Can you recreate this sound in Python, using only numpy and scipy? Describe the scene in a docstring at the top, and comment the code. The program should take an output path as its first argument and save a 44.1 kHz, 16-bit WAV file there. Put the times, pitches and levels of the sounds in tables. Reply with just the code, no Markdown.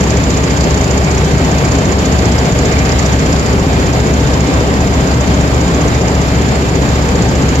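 """Drilling rig sinking a steel casing

An air hammer clanks about 15 times a second, each blow followed by a lighter one, over roaring diesels,
a whining pump and humming ground. Spent air howls and puffs up the hole and throws out muddy water.
Steel squeaks just before each main blow. Now and then the loose casing joint clinks, the turning pipe
rasps against the casing, low notes swell briefly in the engine's roar and the hole gives a low boom."""
import sys
import numpy as np
from scipy import signal
from scipy.fft import rfft, irfft, next_fast_len
from scipy.io import wavfile
from scipy.ndimage import uniform_filter1d, minimum_filter1d, map_coordinates

SR = 44100
rng = np.random.default_rng(int(sys.argv[2]) if len(sys.argv) > 2 else 0)


def digitize_waveform(pressure):
    """Quantize a signal to 16-bit integers and store it at the path in sys.argv[1].

    Rows of a 2-D input are taken as channels; values are limited to [-1, 1].
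    """
    field = np.atleast_2d(pressure).T
    bounded = np.clip(field, -1, 1)
    quanta = np.round(bounded * 32767).astype(np.int16)
    wavfile.write(sys.argv[1], SR, quanta)


N = 335160  # 7.6 seconds

# how hard the rig works: (time [s], engine roar [dB], escaping air [dB])
RIG_EFFORT = [(0, -17.5, -25), (1.2, -16.5, -25.5), (2.0, -16, -25), (3.0, -17, -24.5), (3.6, -16.5, -25.5),
              (4.8, -16.5, -26), (7.6, -17, -25.5)]
# low notes of the machinery; the one just above the firing note beats with it: (pitch [Hz], level [dB])
SHAFT_NOTES = [(46.2, -31.5), (73.9, -27), (116.8, -23.5), (289.6, -28), (579.4, -33), (672, -40.5),
               (729.4, -40.5), (868.9, -38), (904.4, -42), (1158.8, -44), (1296, -51)]
# tone colour of the engine's exhaust and fans: (frequency [Hz], level [dB])
ROAR_SPECTRUM = [(15, -29), (24, -23), (45, -7.5), (58, -9), (88, -2.5), (135, -2), (205, -3), (222, -5),
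                 (250, -5.5), (325, -9), (480, -9), (580, -15), (1200, -21.5), (3000, -45)]
# peaks and dips that the engine housing adds to the roar: (frequency [Hz], width [Hz], gain [dB])
HOUSING_PEAKS = [(66.4, 5.5, -2), (156, 24, 2.5), (220.3, 4.8, -3), (270, 14, 1), (302, 3.2, -0.5),
                 (396, 21, 3), (500, 15, 0.5), (561, 24, -2), (698, 13, 0.5)]
# how alike a noise is on the left and right: (frequency [Hz], likeness [0 to 1])
STEREO_LIKENESS = [(60, .996), (125, .975), (250, .9), (500, .76), (850, .67), (1200, .35), (2300, .3),
                   (3500, .1)]
# notes of the hydraulic pump: (multiple of its piston rate, level [dB], left minus right [dB])
PUMP_NOTES = [(1, -28.5, -9), (2, -41.5, 14), (3, -42.5, -20), (6, -45, -12.5), (8, -46, 2), (9, -48.5, 5),
              (10, -50.5, 19), (11, -52.5, 18), (12, -50, -21)]
# pace of the hammer's piston: (time [s], rate [strokes/s])
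STROKE_RATE = [(0, 15.048), (1.0, 14.775), (1.2, 14.939), (1.9, 14.7), (2.2, 15.104), (3.0, 14.799),
               (3.2, 14.988), (4.1, 14.686), (4.45, 15.127), (4.65, 14.937), (6.6, 14.808), (6.85, 15.055),
               (7.6, 14.94)]
# notes of the shaking ground: (multiple of the stroke rate, level [dB])
GROUND_NOTES = [(4, -25), (5, -38), (6, -41), (11, -30)]
# ringing notes of the air in the hole: (pitch [Hz], width [Hz], level [dB])
HOLE_MODES = [(595, 26, 0), (651, 47, 5), (669, 14.4, 6), (743, 35, 2.5), (774, 51, -2), (864, 72, -6.5),
              (1240, 260, -8)]
# how strongly the hole howls: (time [s], level [dB])
HOWL_LEVEL = [(0, -24), (1.9, -22.5), (3.3, -22), (3.6, -31), (4.4, -23), (5.7, -21), (5.95, -24),
              (7.6, -25.5)]
# tone colour of the escaping air: (frequency [Hz], level [dB])
AIR_SPECTRUM = [(400, -28), (1100, 2), (1450, -2.5), (2400, 0), (3300, -2.5), (3600, -2.5), (3660, 0.5),
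                (3740, -3.5), (4900, -3), (5130, -3.5), (5450, -6), (6300, -11.5), (7600, -12), (9000, -21),
                (12000, -19), (15000, -40)]
# water thrown out of the hole: (time [s], level [dB])
WATER_LEVEL = [(0, -44), (1.0, -42.5), (1.2, -32), (1.4, -35), (2.65, -36), (2.95, -29.5), (3.2, -35),
               (3.6, -40), (7.6, -46)]
# clinks of the loose joint, mostly between main blows: (time [s], bright clink [dB], lower clang [dB])
JOINT_CLINKS = [(.005, -16.5, -32), (.072, -21, -23), (.339, -17, -25), (.474, -27, -16), (.606, -14, -8),
                (.742, -15.5, -14), (.809, -15, -21), (.876, -28, -16), (1.146, -18, -21),
                (1.684, -18, -24), (1.751, -17.5, -20), (2.188, -28, -13), (2.49, -22, -26),
                (2.89, -18, -16), (2.992, -17, -14), (3.026, -20, -18), (3.094, -29, -26),
                (3.361, -19, -12), (4.332, -28, -17), (4.401, -22, -19), (5.111, -23, -14)]
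# ringing notes of the steel casing: (pitch [Hz], width [Hz], level [dB])
CASING_MODES = [(2280, 180, 3.5), (4070, 180, -8), (4630, 170, 6.5), (5190, 110, 7), (5600, 780, 4),
                (6590, 1580, 3.5)]
# ringing notes of the casing joint: (pitch [Hz], width [Hz], level [dB])
JOINT_MODES = [(3800, 700, 0), (4700, 450, 5.5)]
# strength of the squeak before each main blow: (time [s], level [dB])
SQUEAK_LEVEL = [(0, -28), (.65, -29), (.95, -32), (1.2, -29.5), (1.5, -35), (1.7, -35), (2.4, -25),
                (2.6, -32), (2.98, -20), (3.12, -30), (3.35, -28), (3.6, -39), (3.87, -29), (4.38, -29),
                (4.85, -37), (5.2, -32), (6.25, -33), (6.65, -39), (7.4, -32)]
# how loud the hammer blows sound, softer from halfway on: (time [s], level [dB])
BLOW_LEVEL = [(0, -13.5), (.35, -12.7), (.65, -13), (.85, -14), (.98, -11.8), (1.25, -13), (1.42, -16),
              (1.75, -12.5), (2.15, -13.5), (2.4, -15), (2.6, -12.7), (2.88, -16), (3.05, -12.2),
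              (3.25, -14), (3.4, -12.5), (3.55, -18), (4.2, -16), (4.5, -18), (4.9, -18.5), (5.3, -15.7),
              (5.8, -17.7), (6.05, -15.3), (6.6, -19.5), (7.2, -16), (7.6, -15.5)]
# low ring of the ground around the hole: (pitch [Hz], width [Hz], level [dB])
GROUND_MODES = [(145, 100, 0)]
# rubs of the pipe against the casing: (start [s], length [s], level [dB])
PIPE_RUBS = [(1.045, .08, -29), (2.702, 0.062, -27.5), (2.758, 0.071, -26), (2.84, 0.052, -31)]
# ringing note of the rubbed pipe: (pitch [Hz], width [Hz], level [dB])
PIPE_MODES = [(2320, 290, 0)]
# brief low-pitched swells in the engine's roar: (time [s], lowest note [dB], upper two notes [dB])
ROAR_SWELLS = [(1.232, -15, -5), (1.745, -4, -17), (1.965, -9, -11), (3.534, -14, -2), (3.592, -6, -8),
               (3.664, -5, -17), (3.789, -15, -7), (4.209, -5, -23), (4.484, -7, -18), (6.011, -18, -6),
               (6.753, -3, -7), (7.15, -9, -6)]
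# notes of such a swell, the lowest first: (pitch [Hz], level [dB], time to fade by 60 dB [s])
SWELL_NOTES = [(269, 0.5, 0.099), (396, -1, 0.08), (492, -5, 0.064)]
# dull booms from deep in the hole: (time of the peak [s], level [dB])
HOLE_BOOMS = [(3.995, -15), (4.27, -13.5), (5.62, -16.5)]
# tone colour of the left microphone opening: (frequency [Hz], gain [dB])
LEFT_COLOUR = [(400, 0.5), (650, 2.5), (1200, 2.5), (1650, 2.5), (2600, 0.5), (4500, 1), (6200, 2.5),
               (7400, 0), (8900, 3.5), (9250, -15), (9700, 4), (10400, -3), (12000, 3.5), (12800, -15.5)]
# tone colour of the right microphone opening: (frequency [Hz], gain [dB])
RIGHT_COLOUR = [(400, -0.5), (650, -1), (1300, 1.5), (1700, 7), (2150, 6), (2700, 1.5), (5500, 0.5),
                (6200, 3.5), (7000, 16.5), (7600, 9.5), (8800, -14), (9700, -7.5), (12000, -6),
                (15000, -16)]
# sound reaches the right side later, except in the bass: (frequency [Hz], delay [s])
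RIGHT_DELAY = [(150, 0), (450, .00007), (720, .00013), (1000, .00026), (1450, .00034)]


def amp(db):
    """Turn decibels into a factor to multiply by."""
    return 10 ** (np.asarray(db) / 20)


def unit(x):
    """Scale a signal to an average strength (rms) of 1."""
    return x / np.sqrt(np.mean(x ** 2) + 1e-20)


def along(points, hz):
    """Read a (frequency, value) table at hz, joining its points on a log scale."""
    freqs, values = np.transpose(points)
    return np.interp(np.log(hz + 1), np.log(freqs + 1), values)


def curves(rows):
    """Turn each column after the time into a curve with one value per sample."""
    times, *columns = np.transpose(rows)
    return [np.interp(np.arange(N) / SR, times, column) for column in columns]


def wobble(rate):
    """A smooth random curve through `rate` points a second."""
    points = rng.standard_normal(int(N * rate / SR) + 4)
    return map_coordinates(points, [np.arange(N) * rate / SR], order=2)


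def filtered(x, response):
    """Multiply each frequency in x by response(frequency)."""
    size = next_fast_len(N + SR // 4)
    return irfft(rfft(x, size) * response(np.fft.rfftfreq(size, 1 / SR)), size)[..., :N]


def resonate(x, modes):
    """Make x ring at each (pitch, width, level) mode; narrower modes ring longer."""
    def response(f):
        return sum((-1) ** k * amp(db) * 1j * f * width / (hz * hz - f * f + 1j * f * width)
                   for k, (hz, width, db) in enumerate(modes))
    return filtered(x, response)


def rush(spectrum, patchy_db):
    """Rushing noise, alike on both sides in the bass; patchy_db makes random patches louder or softer."""
    cells = signal.stft(rng.standard_normal((2, N)), nperseg=512)[2]
    patches = uniform_filter1d(rng.standard_normal(cells.shape[1:]), size=5, axis=0)
    patches = uniform_filter1d(patches, size=12, axis=1)
    noise = signal.istft(cells * amp(patchy_db * unit(patches)), nperseg=512)[1][:, :N]

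    def colour_and_spread(hz):
        angle = np.arccos(np.clip(along(STEREO_LIKENESS, hz), -1, 1)) / 2
        return amp(along(spectrum, hz)) * [np.cos(angle), np.sin(angle)]
    mid, side = filtered(noise, colour_and_spread)
    return unit(np.array([mid + side, mid - side]))


def tone(hz):
    """A pure note of rms 1 that follows a pitch curve."""
    return np.sqrt(2) * np.sin(2 * np.pi * (np.cumsum(hz) / SR + rng.random()))


def strokes(first_blow_s=0.0386):
    """The piston's stroke count at each sample; main blows land on whole numbers."""
    count = np.cumsum(curves(STROKE_RATE)[0]) / SR
    return count - count[round(first_blow_s * SR)]


def engine(firing_hz=68.9, thrum_db=-16.5, throb_db=0.7, waver_db=0.8, roar_boost_db=4.5):
    """The diesel's firing note throbs among the shaft notes and the broad roar of exhaust and fans."""
    def housing(f):
        return amp(sum(db * np.exp(-((f - hz) / width) ** 2) for hz, width, db in HOUSING_PEAKS))
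    speed = 1 + 0.0007 * wobble(2.5)
    thrum = amp(thrum_db + throb_db * wobble(8)) * tone(firing_hz * speed)
    drones = sum(amp(db + waver_db * wobble(4.6)) * tone(hz * speed) for hz, db in SHAFT_NOTES)
    roar = unit(filtered(rush(ROAR_SPECTRUM, patchy_db=1.07), housing))
    return thrum + drones + amp(curves(RIG_EFFORT)[0] + roar_boost_db) * roar


def pump(piston_hz=262.45, waver_db=0.2):
    """The hydraulic pump whines on multiples of its piston rate."""
    hz = piston_hz * (1 + 0.00085 * wobble(4))
    sides = np.array([[0.5], [-0.5]])
    return sum(amp(db - waver_db * wobble(8) + pan_db * sides) * tone(multiple * hz)
               for multiple, db, pan_db in PUMP_NOTES)


def ground_hum(waver_db=0.5):
    """The pounding hums in the ground and beats against the engine's firing note."""
    rate = curves(STROKE_RATE)[0]
    return sum(amp(db + waver_db * wobble(9.3)) * tone(multiple * rate) for multiple, db in GROUND_NOTES)


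def hole_howl(gain_db=-5):
    """Swirling air rings in the open hole with a hollow howl."""
    flow = rush([(400, -24), (600, 2.5), (1300, -3.5), (2000, -15)], patchy_db=0)
    return amp(curves(HOWL_LEVEL)[0] + gain_db) * unit(resonate(flow, HOLE_MODES))


def spent_air(puff_db=0.84, puff_delay_s=0.0014, waver_db=0.05):
    """Spent air hisses out of the hole and swells a little with every blow, twice a stroke."""
    puff_count = 2 * (strokes() - puff_delay_s * curves(STROKE_RATE)[0])
    swell_db = puff_db * np.cos(2 * np.pi * puff_count)
    level = amp(curves(RIG_EFFORT)[1] + swell_db - waver_db * wobble(22))
    return level * rush(AIR_SPECTRUM, patchy_db=1)


def splash(count=5000, centre_hz=2300, pitch_spread=0.34, size_db=4):
    """Muddy water falls back as bubbles and drops, each a tiny fading note."""
    when, pan = rng.random((2, count))
    hz = np.clip(centre_hz * np.exp(pitch_spread * rng.standard_normal(count)), 300, 12000)[:, None]
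    size = amp(size_db * np.minimum(rng.exponential(size=count), 4))[:, None]
    samples = np.arange(SR // 100)
    cycles = hz * samples / SR
    drops = size * np.sin(2 * np.pi * cycles) * np.exp(-cycles / 2)
    index = ((when * N).astype(int)[:, None] + samples).ravel()
    water = [np.bincount(index, (drops * share[:, None]).ravel(), N)[:N] for share in (pan, 1 - pan)]
    return amp(curves(WATER_LEVEL)[0]) * unit(np.array(water))


def joint_clinks(rise_s=0.0012, fade_s=0.061):
    """The loose joint chatters briefly, ringing both the casing and itself."""
    t = np.arange(SR // 10) / SR
    shape = (1 - np.exp(-t / rise_s)) * amp(-60 * t / fade_s)
    force = np.zeros((2, 2, N + len(t)))  # casing or joint, left or right, sample
    for time_s, *levels in JOINT_CLINKS:
        start = round(time_s * SR)
        chatter = shape * rng.standard_normal((2, 2, len(t)))
        force[..., start:start + len(t)] += amp(levels)[:, None, None] * chatter
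    return resonate(force[0, :, :N], CASING_MODES) + resonate(force[1, :, :N], JOINT_MODES)


def steel_squeak(pitch_hz=5140, width_hz=200, lead_s=0.0045, width_s=0.0034, scatter_db=1.5):
    """Steel scrapes on one high, rough note as the piston comes down, just before it strikes."""
    from_blow_s = ((strokes() + .5) % 1 - .5) / curves(STROKE_RATE)[0]
    swell = np.exp(-((from_blow_s + lead_s) / width_s) ** 2)
    pan_db = np.array([[-2], [2]])  # louder on the right
    level = amp(curves(SQUEAK_LEVEL)[0] - scatter_db * wobble(14) + pan_db)
    note = unit(resonate(rng.standard_normal((2, N)), [(pitch_hz, width_hz, 0)]))
    return level * swell * note


def blows(main_scatter_db=0.4, light_scatter_db=1, light_mean_db=-27.5, light_follows=0.39):
    """Times and levels of the blows: a main one every stroke, a lighter one half a stroke later."""
    count, level_db = strokes(), curves(BLOW_LEVEL)[0]
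    whole = np.arange(int(count[-1]) + 1)
    main, light = np.searchsorted(count, [whole, whole + .5])
    chance = rng.standard_normal((len(whole), 2))
    main_db = level_db[main] + main_scatter_db * chance[:, 0]
    swing_db = level_db[main] - level_db.mean()
    light_db = light_mean_db + light_follows * swing_db + light_scatter_db * chance[:, 1]
    return np.concatenate([main, light]) / SR, np.concatenate([main_db, light_db])


def hammer(scrape_db=-13.5, crack_db=14.5, rattle_db=-5.3, fade_s=0.065, thud_db=24, cutoff_hz=9500):
    """Each blow scrapes briefly, cracks, rattles on through the casing and thuds in the ground."""
    times, levels = blows()
    t = np.arange(-SR // 80, SR // 20) / SR  # the blow lands at t = 0
    scrape = amp(scrape_db) * np.exp(-((t + 0.0043) / 0.0035) ** 2)
    crack = (t == 0) * amp(crack_db)
    rattle = (t > 0) * amp(rattle_db - 60 * np.abs(t) / fade_s)
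    # the crack reaches both sides directly; the rattle arrives from all over the rig
    noise = rng.standard_normal((len(times), 2, len(t)))
    hits = amp(levels)[:, None, None] * (crack + (rattle + scrape) * noise)
    index = np.clip(np.round((times[:, None] + t) * SR).astype(int), 0, N).ravel()
    force = np.array([np.bincount(index, hits[:, side].ravel(), N + 1)[:N] for side in range(2)])
    # soft soil passes only the low end of the blow
    thud = resonate(resonate(force.mean(axis=0), GROUND_MODES), GROUND_MODES)
    # the contact lasts too long to ring the highest treble
    clank = filtered(resonate(force, CASING_MODES), lambda f: 1 / np.sqrt(1 + (f / cutoff_hz) ** 10))
    return clank + amp(thud_db) * thud


def pipe_rasps(rough_db=5.5, slips_per_s=150):
    """The turning pipe sticks and slips on the casing in short, swelling rubs."""
    t = np.arange(N) / SR
    pressure = sum(amp(db) * np.sin(np.pi * np.clip((t - start) / length, 0, 1))
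                   for start, length, db in PIPE_RUBS)
    slips = rng.standard_normal((2, N)) * amp(rough_db * wobble(slips_per_s))
    return pressure * unit(resonate(resonate(slips, PIPE_MODES), PIPE_MODES))


def roar_swells(rise_s=0.0034):
    """Brief low-pitched swells stand out in the engine's roar, each three quickly fading notes."""
    t = np.arange(SR // 6) / SR
    track = np.zeros(N + len(t))
    for time_s, low_db, upper_db in ROAR_SWELLS:
        notes = sum(amp(swell_db + db - 60 * t / fade_s) * np.sin(2 * np.pi * (hz * t + rng.random()))
                    for swell_db, (hz, db, fade_s) in zip((low_db, upper_db, upper_db), SWELL_NOTES))
        start = round(time_s * SR)
        track[start:start + len(t)] += (1 - np.exp(-t / rise_s)) * notes
    return track[:N]


def hole_booms(pitch_hz=125, waver=0.0614, width_s=0.032):
    """A low, wavering note swells briefly from deep in the hole."""
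    t = np.arange(N) / SR
    swell = sum(amp(db) * np.exp(-((t - peak_s) / width_s) ** 2) for peak_s, db in HOLE_BOOMS)
    return swell * tone(pitch_hz * (1 + waver * wobble(40)))


def scene():
    """The whole rig at work, in stereo."""
    steady = engine() + pump() + ground_hum() + hole_howl() + spent_air() + splash()
    steel = joint_clinks() + steel_squeak() + hammer() + pipe_rasps()
    return steady + steel + roar_swells() + hole_booms()


def record(dry, notch_hz=8480, notch_width_hz=900, ceiling=0.99, top_hz=15050):
    """Two microphone openings colour the sound, and a limiter turns down the highest peaks."""
    def microphone(f):
        colour = amp([along(LEFT_COLOUR, f), along(RIGHT_COLOUR, f)])
        delay = np.exp(-2j * np.pi * f * along(RIGHT_DELAY, f) * np.array([[0], [1]]))
        notch = (notch_hz ** 2 - f * f) / (notch_hz ** 2 - f * f + 1j * f * notch_width_hz)
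        return colour * delay * notch ** 2
    heard = filtered(dry, microphone)
    safe_gain = ceiling / np.maximum(np.abs(heard).max(axis=0), ceiling)
    smooth_gain = uniform_filter1d(minimum_filter1d(safe_gain, size=900), size=900)
    return filtered(heard * smooth_gain, lambda f: f < top_hz)


dry = scene()
out = record(dry)
digitize_waveform(out)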